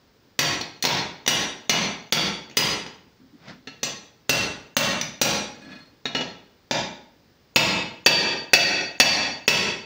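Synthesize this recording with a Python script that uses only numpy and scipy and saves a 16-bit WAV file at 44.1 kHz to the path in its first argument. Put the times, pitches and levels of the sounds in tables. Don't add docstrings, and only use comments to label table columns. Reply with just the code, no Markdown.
import sys
import numpy as np
from scipy import signal
from scipy.io import wavfile
from scipy.ndimage import uniform_filter1d

SR = 44100
rng = np.random.default_rng(int(sys.argv[2]) if len(sys.argv) > 2 else 0)


def boost(x):
    u = np.asarray(x, float) / 20
    return 10 ** u


def to_wav(s):
    ch = np.atleast_2d(s).T
    pcm = np.round(np.clip(ch, -1, 1) * 32767)
    wavfile.write(sys.argv[1], SR, pcm.astype(np.int16))


N = 434385

ANVIL_HZ = [1335, 1690, 1832, 1910, 2095, 2372, 2490, 2618, 2709, 2903, 3387, 3424, 3635, 3760, 4010, 4272,
            4599, 4935, 5157, 5658, 5825, 6000, 6135, 6230, 6605]
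HEAD_HZ = [6968, 7300, 7570, 7900, 8252, 8487, 8935, 9405, 9630, 10325, 10540, 11390, 11820, 12100, 12785,
           13475, 13790, 14320, 14735, 14830, 15455, 15615]
SPLIT_HZ = rng.uniform(7.5, 8.8, len(ANVIL_HZ + HEAD_HZ))


def evened(x):
    return x / np.sqrt(np.mean(x ** 2) + 1e-20)


def read(points, hz):
    f, value = np.transpose(points)
    return np.interp(np.log(hz + 1), np.log(f + 1), value)


def add(mix, s, sound):
    part = mix[round(s * SR):][:len(sound)]
    part += sound[:len(part)]


def coloured(x, points):
    log_gain = np.log(evened(boost(read(points, np.fft.rfftfreq(8192, 1 / SR)))))
    circle = np.concatenate([log_gain, log_gain[-2:0:-1]])
    spectrum = np.exp(np.conj(signal.hilbert(circle)))
    taps = np.fft.ifft(spectrum).real[:4096]
    return signal.oaconvolve(x, taps)[:len(x)]


def air():
    # frequency in Hz, spectrum level in dB per Hz.
    air_tone = [(15, -46), (25, -9), (103, 3.5), (470, -1.5), (510, -4), (634, -8), (1320, -11.5),
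                (1640, -11), (2600, -15.5), (4240, -14.5), (4990, -12.5), (8140, -30.5), (12900, -42.5),
                (15200, -18), (16500, -26)]
    return boost(-59) * coloured(rng.standard_normal(N), air_tone)


def stroke(make, top_s, top_db, swell, fade):
    t = np.arange(-.2, .3, 1 / SR)
    down_db = np.where(t < 0, -t * swell, t * fade)
    gate = np.clip(4 - 1.5 * down_db / 30, 0, 1)
    envelope = boost(top_db - down_db) * gate * signal.windows.tukey(len(t), .1)
    return top_s + t[0], envelope * evened(make(len(t)))


def shuffling(length):
    shuffle_tone = [(50, -28), (130, 11), (280, 21.5), (500, -20), (1500, -34), (16000, -70)]  # (Hz, dB per Hz)
    return coloured(rng.standard_normal(length), shuffle_tone)


def rasping(length):
    # frequency in Hz, spectrum level in dB per Hz.
    rasp_tone = [(88, -14), (150, 6), (366, -11), (601, -3), (906, -9), (1890, -6), (2710, -14),
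                 (5200, -15), (9000, -45), (11700, -79), (19800, -120)]
    grain_db = 1.7 * rng.exponential(1, length)
    return coloured(rng.standard_normal(length) * boost(grain_db), rasp_tone)


def modes(column, last, rise_s):
    # level in dB when struck upright, flat, over the edge, knocked.
    anvil_db = [(0.0, -9.5, -17.0, 13.5), (2.5, 1.5, 6, 14), (5.5, -12.5, 8, 11), (1.5, 4.5, 13.0, 3.5),
                (3, 1.0, -4, 9), (4.0, -6.0, 11.5, 6.0), (-12.0, -8.5, 8, 8), (-31.5, -22.0, 19, -7.5),
                (-19.5, 12.5, 18.5, 14), (9.0, 5.5, 15, 17.5), (-1.0, 3.5, 11, -19.5),
                (10, 2.0, 15.0, 16.5), (6.0, 5.5, 8.5, 4), (6.5, 8.0, -2.5, 11.5), (0.0, 6.5, 6, -2.0),
                (11.0, 11.5, 13.5, 21.5), (7.0, 10.5, 14.0, 6), (10, 9.5, 6, -6.5), (-20.0, -4.5, 3, -22.0),
                (14, 10.5, 18.5, 13.5), (-11.5, 3, 8, -21.5), (9, 9, -1.5, -12), (0.0, 10, -8.5, 3),
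                (3.5, 2.5, 1.5, -14.5), (5.5, 8.5, 6.0, -3.0)]
    # level in dB when struck upright, flat, over the edge, knocked.
    head_db = [(-7.0, -2.0, -9, -25.0), (-6, 1.5, -3, -24.0), (-11.5, -7.5, -15.5, -4),
               (-11.5, -14, -17.0, -10.5), (-16.5, -8.5, -19.5, -31.5), (-12.5, -9, -28.5, -10.0),
               (-8.0, -8, -26.0, -14.0), (-12.5, -10.0, -36.0, -24.5), (-9, -14.5, -30, -23.5),
               (-21, -29.5, -23.0, -33.5), (-15.5, -15, -14, -17.0), (-16.5, -22.0, -18, -33.5),
               (-23.5, -20.5, -36, -34.0), (-15, -17.5, -40.0, -33.0), (-18.5, -26.5, -38, -32.0),
               (-16.5, -35.5, -32.0, -35.0), (-28.0, -33.0, -24.0, -41.5), (-16.5, -15.0, -22.0, -32.5),
               (-25.5, -10.0, -13.5, -32.5), (-4, -3.5, -22.0, -37.5), (-11.0, -3.5, -27, -25.0),
               (-5.5, -10.0, -13.0, -25.0)]
    damped_hz = [1832, 1910, 2095, 2618, 3387, 3635, 3760, 5157, 6000, 6135, 6230, 6605, 10540, 14735,
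                 14830, 15455]
    pure_hz = [2709, 2903]
    t = np.arange(SR // 2) / SR
    level_db = np.array(anvil_db + head_db)[:, column, None]
    hz = np.array(ANVIL_HZ + HEAD_HZ)[:, None]
    width_hz = np.where(np.isin(hz, HEAD_HZ), 42, 27.2)
    width_hz = width_hz * np.where(np.isin(hz, damped_hz), 2.8, 1)
    fall = width_hz * boost(level_db - 60 * t * width_hz / last)
    twin = np.where(np.isin(hz, pure_hz), .35, .8)
    pair = np.sin(2 * np.pi * hz * t) + twin * np.sin(2 * np.pi * (hz - SPLIT_HZ[:, None]) * t)
    return fall * pair * (1 - np.exp(-t / rise_s)) * np.cos(np.pi * t) ** .5


def ringing(bank, favoured_hz, treble_db, scatter_db):
    hz = np.array(ANVIL_HZ + HEAD_HZ)
    level_db = scatter_db * rng.standard_normal(len(hz)) + treble_db * (hz > 7500)
    for f in favoured_hz:
        distance = abs(hz - f)
        level_db = level_db + 10 * (distance == distance.min())
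    ring = (boost(level_db) * rng.choice([-1, 1], len(hz))) @ bank
    return ring / np.sqrt(np.mean(ring[:400] ** 2))


def sliding(length):
    out, bank = np.zeros(length), modes(column=3, last=4.1, rise_s=0.0036)
    for _ in range(8):
        slips = (rng.random(length) < 40 / SR) * rng.standard_normal(length)
        out += signal.fftconvolve(slips, ringing(bank, [2490], 3.0, 7.0))[:length]
    return evened(out) + evened(rasping(length))


def handling():
    # top in seconds, level in dB, swell in dB a second, fade in dB a second.
    steps = [
        (3.06, -52, 600, 300),
        (3.215, -49, 600, 120),
        (3.344, -43, 900, 440),
        (3.49, -49, 900, 70),
        (5.75, -45.5, 37, 150),
        (5.93, -58, 800, 500),
        (7.11, -58, 500, 170),
        (7.32, -65, 150, 300.5),
    ]
    mix = np.zeros(N)
    add(mix, *stroke(rasping, top_s=3.5, top_db=-39, swell=210, fade=246))
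    add(mix, *stroke(sliding, top_s=5.735, top_db=-42.5, swell=72, fade=105))
    for row in steps:
        add(mix, *stroke(shuffling, *row))
    return mix


def impacts(table, bank, force_db, ring_db, thud_db, stump_db, crack_s, rattle_db):
    # frequency in Hz, spectrum level in dB per Hz.
    crack_tone = [(30, -42.5), (62, -11.5), (84, -12.5), (170, 3.5), (500, -3.5), (900, -3), (1250, -9),
                  (2500, -3.5), (5800, -9), (7000, -15), (8300, -30.5), (13500, -32.5), (15500, -18.5)]
    mix, t = np.zeros((2, N)), np.arange(SR // 3) / SR
    stump_hz, stump_t60_s = 266.6, .09
    stump = boost(stump_db - 60 * t / stump_t60_s) * np.sin(2 * np.pi * stump_hz * t) * np.minimum(t / 0.012, 1)
    for s, peak_db, *favoured_hz, treble_db, more_ring_db in table:
        noise = rng.standard_normal(len(t))
        grit = noise - uniform_filter1d(noise, size=90)
        push = .5 * np.exp(-t / 0.00044)
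        burst = grit * np.exp(-t / crack_s) + push
        bounces = (rng.random(len(t)) < 120 / SR) * rng.standard_normal(len(t)) * np.exp(-t / .05)
        chatter = np.convolve(bounces, np.hanning(14), "same")
        tone = [(f, db + treble_db * (f > 7500) + thud_db * (f < 700)) for f, db in crack_tone]
        crack = coloured(burst + boost(rattle_db) * chatter, tone)
        add(mix[0], s, boost(peak_db + force_db) * (crack + stump))
        ring = ringing(bank, favoured_hz, treble_db, scatter_db=1.5)
        add(mix[1], s, boost(peak_db + force_db + ring_db + more_ring_db) * ring)
    return mix


def bar_knocks():
    # start in seconds, peak in dB, favoured mode in Hz, treble in dB, ring in dB.
    knocks = [
        (3.482, -45, 4010, -10, -3.5),
        (3.672, -34.5, 2707, -10, 0),
        (6.055, -27, 3760, -9, 4.5),
        (6.149, -18.5, 2903, -7.5, 0.5),
        (6.209, -24.5, 3450, -15, -9.5),
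    ]
    bank = modes(column=3, last=5.5, rise_s=.0007)
    return impacts(knocks, bank, force_db=2.0, ring_db=-2.5, thud_db=6, stump_db=-1.5, crack_s=0.0086, rattle_db=-7)


def hammer_clinks():
    # start in seconds, peak in dB, favoured mode in Hz, treble in dB, ring in dB.
    clinks = [
        (.611, -16.5, 4268, -5, -0.5),
        (2.498, -29.5, 2372, -10, -17),
        (2.512, -29, 2372, -11, -17),
        (2.864, -22.5, 4935, -12, -16.5),
        (5.012, -9.5, 6000, -0.5, 0),
        (8.808, -37, 2610, -18, 14),
    ]
    bank = modes(column=0, last=1.3, rise_s=.002)
    return impacts(clinks, bank, force_db=-5.5, ring_db=-5.5, thud_db=1.2, stump_db=-25,
                   crack_s=0.0024, rattle_db=-38.5)


def upright_blows():
    # start in seconds, peak in dB, favoured mode in Hz, treble in dB, ring in dB.
    upright = [
        (0.391, -19.5, 4608, 4.5, 3),
        (0.825, -50.5, 4220, 5.5, 21),
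        (0.839, -33, 4220, 1, -9),
        (0.851, -20, 4272, 3, 1.5),
        (1.263, -46.5, 2906, -6, 9.5),
        (1.277, -18.5, 2906, 5.5, 7.5),
        (1.695, -19.5, 2906, 0, 7),
        (2.124, -18.5, 4608, 3.5, 4),
        (2.57, -16.5, 4952, 8, 5),
    ]
    bank = modes(column=0, last=5.5, rise_s=.0002)
    return impacts(upright, bank, force_db=22.5, ring_db=-11, thud_db=-2.5, stump_db=-29,
                   crack_s=0.0047, rattle_db=-4.5)


def flat_blows():
    # start in seconds, peak in dB, favoured mode in Hz, treble in dB, ring in dB.
    flat = [
        (3.831, -35, 7579, -1.5, 7.5),
        (4.294, -14.5, 2713, 5, 3),
        (4.767, -12.5, 2713, 6.5, 1.5),
        (5.215, -15, 5641, 7.5, 4),
        (6.711, -22.5, 2709, -10, -6),
    ]
    bank = modes(column=1, last=6, rise_s=.0004)
    return impacts(flat, bank, force_db=20, ring_db=-10, thud_db=-0.5, stump_db=-15, crack_s=0.0051, rattle_db=-8.0)


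def edge_blows():
    # start in seconds, peak in dB, favoured mode in Hz, treble in dB, ring in dB.
    edge = [
        (7.56, -14.5, 2627, 3, -7.5),
        (8.062, -14.5, 4586, 3.5, 2.5),
        (8.534, -15, 4586, 5, 4),
        (9.0, -14.5, 4586, 4.5, 3),
        (9.479, -18, 4586, 5.5, -1.5),
    ]
    bank = modes(column=2, last=8, rise_s=.0003)
    return impacts(edge, bank, force_db=28, ring_db=-4.0, thud_db=-1.5, stump_db=-25, crack_s=0.0077, rattle_db=-13)


def forge(x):
    # frequency in Hz, reverberation time (60 dB) in seconds.
    room = [(60, 0.67), (250, 0.59), (1000, 0.56), (4000, 0.49), (8000, 0.41), (16000, 0.23)]
    hz, t, z = signal.stft(rng.standard_normal(SR), SR, nperseg=256)
    decay = boost(-60 * t / read(room, hz)[:, None])
    tail = signal.istft(z * decay, SR, nperseg=256)[1]
    tail = tail * np.minimum(np.arange(len(tail)) / (0.0017 * SR), 1)
    return signal.fftconvolve(x, tail / np.linalg.norm(tail))[:N]


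def scene():
    crack, ring = upright_blows() + flat_blows() + edge_blows() + hammer_clinks() + bar_knocks()
    direct = boost(-1.5) * crack + ring
    wet = forge(boost(-3.5) * crack + boost(-6) * ring)
    return (direct + wet + handling() + air())[None]


def top_cut(x):
    return signal.sosfilt(signal.butter(12, 17150, fs=SR, output="sos"), x)


def record(dry):
    block_size, block_start = 882, 353
    input_filter = signal.firwin(511, 15700, window=("kaiser", 9), fs=SR)
    dry = signal.oaconvolve(dry, input_filter[None], "same")
    block = (np.arange(N) + block_size - block_start) // block_size
    fourth = np.bincount(block, dry[0] ** 4) / block_size
    wanted_db = 0.78 * np.maximum(5 * np.log10(fourth + 1e-24) + 22, 0)
    cut_db = np.zeros(len(fourth))
    for k in range(1, len(fourth)):
        change_db = .85 * (wanted_db[k] - cut_db[k - 1])
        cut_db[k] = cut_db[k - 1] + np.clip(change_db, -3.1, 30.0)
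    deep_db = np.maximum(cut_db[block] - 18.5, 0)
    lag = np.exp(-1 / (0.038 * SR))
    late_db = np.minimum(deep_db, signal.lfilter([1 - lag], [1, -lag], deep_db))
    held = dry / boost(uniform_filter1d(cut_db[block] - deep_db + late_db, size=150))
    held = held / (1 + (held / .72) ** 6) ** (1 / 6)
    output_filter = signal.firwin(255, 16900, window=("kaiser", 9), fs=SR)
    held = signal.oaconvolve(held, output_filter[None], "same")
    narrow = signal.butter(2, [6550, 6850], "bandpass", fs=SR, output="sos")
    band = signal.sosfilt(narrow, rng.standard_normal(N))
    level = np.sqrt(np.bincount(block, held[0] ** 2) / block_size)
    return top_cut(held + boost(-38) * evened(band) * level[block])


dry = scene()
out = record(dry)
to_wav(out)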